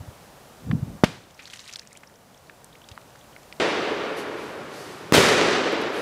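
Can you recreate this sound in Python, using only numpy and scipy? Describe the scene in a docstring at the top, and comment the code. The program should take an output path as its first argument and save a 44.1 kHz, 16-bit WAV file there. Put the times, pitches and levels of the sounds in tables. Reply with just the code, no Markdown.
"""Two firecrackers on forest tracks

Wind bumps a small microphone; a cracker heaves and bursts a puddle, and the thrown water patters back as
decaying noise and rising bubble chirps. The scene jumps to a snowy wood where an earlier echo still rolls:
filtered noise, each band dying at its own rate. Soft hisses pass, then a second cracker bangs as flat-topped
shocks and the trees scatter it. A limiter ducks the loudest moments."""
import sys
import numpy as np
from scipy import signal
from scipy.io import wavfile
from scipy.ndimage import uniform_filter1d, minimum_filter1d

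SR = 44100
rng = np.random.default_rng(int(sys.argv[2]) if len(sys.argv) > 2 else 0)


def waveform_to_disk(signal):
    """Save audio, clipped to [-1, 1], as 16-bit WAV at the path in sys.argv[1]."""
    frames = np.transpose(np.atleast_2d(signal))
    scaled = np.clip(frames, -1, 1) * 32767
    samples = np.round(scaled).astype(np.int16)
    wavfile.write(sys.argv[1], SR, samples)


N = 265305
TIME = np.arange(N) / SR
PUDDLE_S, JUMP_S, BANG_S = 1.0365, 3.599, 5.1233   # puddle blast, jump to the wood, onset of the bang's echo


def from_db(db):
    """A level in decibels is twenty times the logarithm of the amplitude ratio."""
    return 10 ** (np.asarray(db) / 20)


def rms_one(x):
    """Normalise to unit root-mean-square amplitude."""
    return x / np.sqrt(np.mean(x ** 2) + 1e-20)


def at_hz(points, hz):
    """Interpolate a curve along logarithmic frequency."""
    curve_hz, values = np.transpose(points)
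    return np.interp(np.log(hz), np.log(curve_hz), values)


def passed(x, hz, kind, order=2):
    """A Butterworth filter has a maximally flat pass band."""
    corner_hz = np.clip(hz, 10, .45 * SR)
    sections = signal.butter(order, corner_hz, kind, fs=SR, output="sos")
    return signal.sosfilt(sections, x + 1e-18)


def dying(age, t60):
    """Exponential decay by 60 dB in t60 seconds, silent before age zero."""
    return (age >= 0) * np.exp(-np.log(1000) * np.maximum(age, 0) / t60)


def bell(age, width):
    """A Gaussian envelope of height 1 at age zero; width is its standard deviation."""
    return np.exp(-.5 * (age / width) ** 2)


def drift(rate):
    """Two equal low-pass poles at rate (Hz) turn white noise into a smooth random curve of unit rms."""
    step = 40   # samples between the points of the slow curve
    pole = np.exp(-2 * np.pi * rate * step / SR)
    white = rng.standard_normal(N // step + 2002)
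    slow = signal.lfilter([1], [1, -2 * pole, pole * pole], white)[2000:]   # skip the settling
    return np.interp(np.arange(N) / step, np.arange(len(slow)), rms_one(slow))


def bands(spectrum, grain_db=0):
    """Third-octave noise bands summing to unit power, and their centres; grain makes single arrivals stand out."""
    edges = np.geomspace(22, 15900, 29)
    centres = np.sqrt(edges[1:] * edges[:-1])
    gains = from_db(at_hz(spectrum, centres))
    grain = from_db(grain_db * rng.standard_normal(N))
    white = rms_one(rng.standard_normal((2, N)) * grain)
    # neighbouring bands draw on different noises
    rows = np.array([gain * passed(white[k % 2], edges[k:k + 2], "band", order=3)
                     for k, gain in enumerate(gains)])
    return rows / rows.sum(axis=0).std(), centres


def noise(spectrum):
    """Stationary coloured noise of unit rms is the sum of its bands."""
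    return bands(spectrum)[0].sum(axis=0)


def add(out, s, sound):
    """Superpose a short sound at time s."""
    start = int(np.clip(round(s * SR), 0, N))
    out[start:start + len(sound)] += sound[:N - start]


def puddle_air():
    """The hiss of the air among the trees at the puddle is broadband noise of slowly changing level."""
    # spectral density of the hiss: f/Hz, density/dB
    air_colour = [(18, -30), (30, -4), (147, -2), (374, -8), (567, -3), (859, -7), (1480, -12.5),
                  (2080, -17), (4090, -20.5), (6360, -21.5), (15000, -27.5)]
    # level of the hiss: t/s, level/dB
    air_level = [(0, -48), (1.0, -49), (1.6, -55), (3.6, -49)]
    times, levels = np.transpose(air_level)
    return from_db(np.interp(TIME, times, levels)) * noise(air_colour)


def wood_air():
    """The air of the snowy wood is steady broadband noise."""
    # spectral density of the hiss: f/Hz, density/dB
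    wood_colour = [(30, -14), (120, 3), (400, 0.5), (1200, -1), (3000, -11), (8000, -23), (15000, -34.5)]
    return from_db(-41.0) * noise(wood_colour)


def hissing(rise_share=0.23):
    """Noise under a gamma envelope: each hiss swells quickly and fades more slowly."""
    # soft hisses in the snowy wood: t/s, peak level/dB, length/s
    hiss_table = [(4.162, -44, 0.096), (4.354, -53.5, 0.33), (4.694, -48.5, 0.48), (5.72, -45, .02),
                  (5.81, -44, 0.023), (5.913, -47, .3)]
    # spectral density of a hiss: f/Hz, density/dB
    hiss_colour = [(500, -34), (2500, -6), (4500, 1.5), (7000, -5.5), (11000, -7), (15000, -24)]
    level = np.zeros(N)
    for s, db, length in hiss_table:
        age = np.maximum(TIME - s, 0) / (rise_share * length)   # in rise times
        level += from_db(db) * age * np.exp(1 - age)
    return level * noise(hiss_colour)


def wind(breeze_db=-63, eddy_cycles=0.51):
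    """Turbulent pressure swells in gusts, and single eddies rock the diaphragm for a cycle or two."""
    # gusts on the microphone: t/s of the peak, level/dB, Gaussian width/s
    gust_table = [(0, -44.5, 0.06), (0.729, -26, 0.045), (0.896, -34.5, 0.046)]
    # single eddies: t/s, level/dB, f/Hz
    eddy_table = [(0.01, -27.5, 96), (.088, -28, 99), (.71, -14, 136), (.735, -10.5, 180),
                  (.755, -11.5, 152), (0.831, -15.5, 128), (2.92, -35, 87.4)]
    # spectral density of the turbulence: f/Hz, density/dB
    wind_colour = [(25, -7), (70, -4), (135, 0), (220, -5), (400, -21), (1000, -39), (4000, -76)]
    gusts = sum(from_db(db) * bell(TIME - s, width) for s, db, width in gust_table)
    out = (from_db(breeze_db) + gusts) * noise(wind_colour)
    for s, db, hz in eddy_table:
        age = TIME - s
        phase = rng.uniform(0, 2 * np.pi)
        out += from_db(db) * bell(age, eddy_cycles / hz) * np.cos(2 * np.pi * hz * age + phase)
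    return out


def ticks(spread=1.25, grit_db=-14):
    """An impulsive contact and its brief gritty decay excite a band around a pitch of their own."""
    # sharp slaps, ticks and crunches close by: t/s, peak level/dB, centre f/Hz, t60/s
    tick_table = [(0.7134, -18.5, 1430, 0.015), (1.3925, -33, 2160, 0.12), (1.5002, -30.5, 3330, .025),
                  (2.034, -39, 1630, 0.034), (2.4967, -30.5, 1760, 0.014), (2.6444, -28.5, 7650, 0.012),
                  (2.8882, -30, 4000, 0.027), (2.915, -35.5, 3340, .04), (2.977, -25.5, 1320, 0.0086),
                  (3.364, -31.5, 1900, 0.0092), (3.526, -25, 2180, 0.009)]
    out, age = np.zeros(N), TIME[:SR // 10]
    for s, db, hz, t60 in tick_table:
        grit = from_db(grit_db) * rng.standard_normal(len(age)) * dying(age, t60)
        force = (age == 0) + grit
        crack = passed(force, [hz / spread, hz * spread], "band", order=1)
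        crack = passed(crack, 2 * hz, "low")
        add(out, s, from_db(db) * crack / np.abs(crack).max())
    return out


def bubble(hz, width, rise=0.21):
    """A bubble's resonance swells and shoots up in pitch as it meets the surface of the shallow water."""
    age = np.arange(-3 * width, 3 * width, 1 / SR) / width
    pitch = np.minimum(hz * np.exp(rise * age), .45 * SR)
    return np.sin(2 * np.pi * np.cumsum(pitch) / SR) * bell(age, 1)


def falling_water(size_db=3.5, fine_db=3, fine_hz=3400, fine_width=0.00077, slap_db=-4,
                  splat_db=-11, splat_t60=0.016, wash_db=-60):
    """Random impacts: big drops chirp and splat, fine spray adds small slaps and bubbles over a soft wash."""
    # the biggest drops, each pinching off a bubble: t/s, peak level/dB, bubble f/Hz
    drop_table = [(1.456, -34, 3960), (1.476, -37.5, 5100), (1.5355, -34.5, 2860), (1.594, -31.5, 4300),
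                  (1.678, -35, 3980), (1.695, -34.5, 2500), (1.7273, -34, 5700), (1.737, -29, 5530),
                  (1.759, -24.5, 4140), (1.7949, -29, 4560), (1.874, -37, 6400), (1.93, -36.5, 7450),
                  (1.9736, -34.5, 7800), (2.035, -41, 2140), (2.755, -43.5, 2340), (3.157, -44, 1580)]
    bubble_cycles = 3.62   # Gaussian width of a big bubble's ring
    # the thrown water lands around one mean flight time, then stray drips go on
    flight_s, flight_spread_s = .6, 0.16
    shower_per_s, drips_per_s = 380, 14
    spray_level_db, drip_db = -50.5, -2   # stray drips relative to the spray
    shower = bell(TIME - PUDDLE_S - flight_s, flight_spread_s)
    per_s = shower_per_s * shower + drips_per_s * (TIME > PUDDLE_S + flight_s)
    spray_db = spray_level_db + drip_db * (1 - shower)

    chirps, hits = np.zeros(N), np.zeros(N)
    for s, db, hz in drop_table:
        chirp = bubble(hz, bubble_cycles / hz)
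        add(chirps, s - len(chirp) / 2 / SR, from_db(db) * chirp)   # centred on s
        add(hits, s, from_db([db + splat_db]))

    born = np.flatnonzero(rng.random(N) < per_s / SR)
    chances = np.clip(rng.standard_normal((len(born), 4)), -2, 2)
    for i, (pitch, size, force, depth) in zip(born, chances):
        hz = fine_hz * np.exp(.45 * pitch)
        fine = bubble(hz, fine_width * np.exp(.5 * depth), rise=0.088)
        add(chirps, i / SR, from_db(spray_db[i] + fine_db + size_db * size) * fine)
        hits[i] += from_db(spray_db[i] + slap_db + size_db * force)

    hiss = rms_one(passed(rng.standard_normal(N), [1200, 7000], "band"))
    splats = signal.fftconvolve(hits, dying(TIME[:SR // 20], splat_t60))[:N]
    return chirps + (splats + from_db(wash_db) * shower) * hiss


def puddle_blast(shock_db=8, shock_width=0.00017, heave_db=8, heave_hz=180, heave_t60=0.017,
                 burst_db=-4, burst_t60=0.023, tail_db=-25.0, tail_t60=0.47):
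    """Water rounds the shock; the gas cavity oscillates as it heaves, then bursts through the surface."""
    # spectral density of the burst: f/Hz, density/dB
    splash_colour = [(40, -12), (130, 8.5), (400, 0), (900, 5), (2200, 2), (4000, -6), (9000, -20),
                     (15000, -31)]
    # spectral density of the lingering tail: f/Hz, density/dB
    splash_echo = [(40, -14), (130, 8.5), (400, -3.5), (900, -7.5), (2200, -8), (4000, -11), (9000, -24),
                   (15000, -42)]
    age = TIME - PUDDLE_S
    shock = -from_db(shock_db) * bell(age / shock_width - 2, 1)
    cavity_age = age - 4 * shock_width
    heave = from_db(heave_db) * np.sin(2 * np.pi * heave_hz * cavity_age) * dying(cavity_age, heave_t60)
    opening = np.clip(age / 0.017, 0, 1)   # the surface tears open over 17 ms
    fade = dying(np.maximum(age - .007, 0), burst_t60)   # holds for 7 ms before it decays
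    burst = from_db(burst_db) * np.sqrt(opening) * fade
    tail = from_db(tail_db) * dying(age, tail_t60)
    blast = shock + heave + burst * noise(splash_colour) + tail * noise(splash_echo)
    return passed(blast, 45, "high", order=3)   # so small a cavity radiates no deep bass


def forest_echo(start, spectrum, far_db, near_db, near_t60, build_s, grain_db, clump_db, boom_db, lump_db=1.07):
    """Multiple scattering: near trunks return a dense burst, far ones a long roll that the air dulls."""
    # dying of sound among the trees: f/Hz, t60/s
    forest_t60 = [(80, 2.1), (300, 4.64), (700, 3.63), (1800, 3.28), (4500, 2.14), (8000, 1.29),
                  (14000, 0.44)]
    age = TIME - start
    rows, centres = bands(spectrum, grain_db)
    lumps = from_db(lump_db * drift(37))   # hillsides send the low notes back in lumps
    roll = np.zeros(N)
    for row, hz in zip(rows, centres):
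        roll += row * dying(age, at_hz(forest_t60, hz)) * (lumps if hz < 600 else 1)
    boom = from_db(boom_db) * passed(roll, [90, 220], "band")   # short paths keep more of the bass
    near = from_db(near_db) * dying(age, near_t60) * (roll + boom)   # fades on top of the roll's decay
    stands = from_db(clump_db * drift(20))   # trees stand in clumps, so the echoes come in waves
    build = np.clip(age / build_s, 0, 1) ** 2
    return (from_db(far_db) * roll + near) * stands * build


def shocks(sag_hz=130, crack_t60=0.00087):
    """Overload: each shock drives the microphone to a flat top that sags and snaps back; the first crackles."""
    # shock fronts, direct and off the nearest trees: t/s, level/dB, length/s
    shock_table = [(5.1232, 5, 0.0013), (5.1302, -5, 0.0005), (5.1432, -3, 0.0016), (5.1476, 1, 0.00091),
                   (5.1675, 2, 0.00045), (5.1790, 1, 0.0017), (5.1816, 3.5, 0.0011)]
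    out, age = np.zeros(N), TIME[:SR // 20]
    for k, (s, db, length) in enumerate(shock_table):
        flat_top = 1.0 * (age < length)
        add(out, s, from_db(db) * passed(flat_top, 5000 if k == 0 else 2500, "low", order=1))
    s, db, length = shock_table[0]   # only the direct front is still sharp
    crackle = passed(rng.standard_normal(len(age)), 3800, "high") * dying(age, crack_t60)
    add(out, s, from_db(db) * crackle)
    return passed(out, sag_hz, "high")


def scene():
    """Superposition of sources: the puddle first, then the snowy wood, alike in both channels."""
    # spectral density of the echo already rolling: f/Hz, density/dB
    old_colour = [(30, -50), (70, -24), (150, -16.5), (250, -9.5), (430, -0.5), (750, -10), (1500, -11),
                  (3000, -15.5), (5000, -23.5), (9000, -38), (13000, -59)]
    # spectral density of the echo of the bang: f/Hz, density/dB
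    new_colour = [(30, -27), (70, -11), (140, -14), (250, -3.5), (450, 3.5), (720, -6), (1000, -6.5),
                  (1500, -6), (3000, -9.5), (5000, -13), (9000, -20), (14000, -27)]
    puddle = puddle_air() + wind() + ticks() + falling_water() + puddle_blast()
    old = forest_echo(JUMP_S, old_colour, far_db=-21.5, near_db=-41, near_t60=0.18, build_s=0.0005,
                      grain_db=0.5, clump_db=0.4, boom_db=-17)
    new = forest_echo(BANG_S, new_colour, far_db=-13.5, near_db=-8.0, near_t60=0.96, build_s=0.017,
                      grain_db=5.5, clump_db=0.5, boom_db=9.5)
    wood = wood_air() + hissing() + old + new + shocks()
    return np.tile(np.where(TIME < JUMP_S, puddle, wood), (2, 1))


def record(dry, ceiling_db=1.0, release_db_per_s=17, cutoff_hz=15500):
    """The microphone sheds deep bass; a limiter ducks just ahead of peaks and recovers slowly; the top is cut."""
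    x = passed(dry, 69, "high", order=1)
    over = np.maximum(20 * np.log10(np.abs(x[0]) + 1e-9) - ceiling_db, 0)
    # hold the largest excess while it falls at the release rate
    release = release_db_per_s * TIME
    duck = np.maximum.accumulate(over + release) - release
    # a centred window reaches ahead of each peak, and an average smooths the step
    duck = uniform_filter1d(-minimum_filter1d(-duck, size=64), size=64)
    top_cut = signal.ellip(10, .1, 80, cutoff_hz, fs=SR, output="sos")
    return signal.sosfilt(top_cut, x * from_db(-duck))


dry = scene()
out = record(dry)
waveform_to_disk(out)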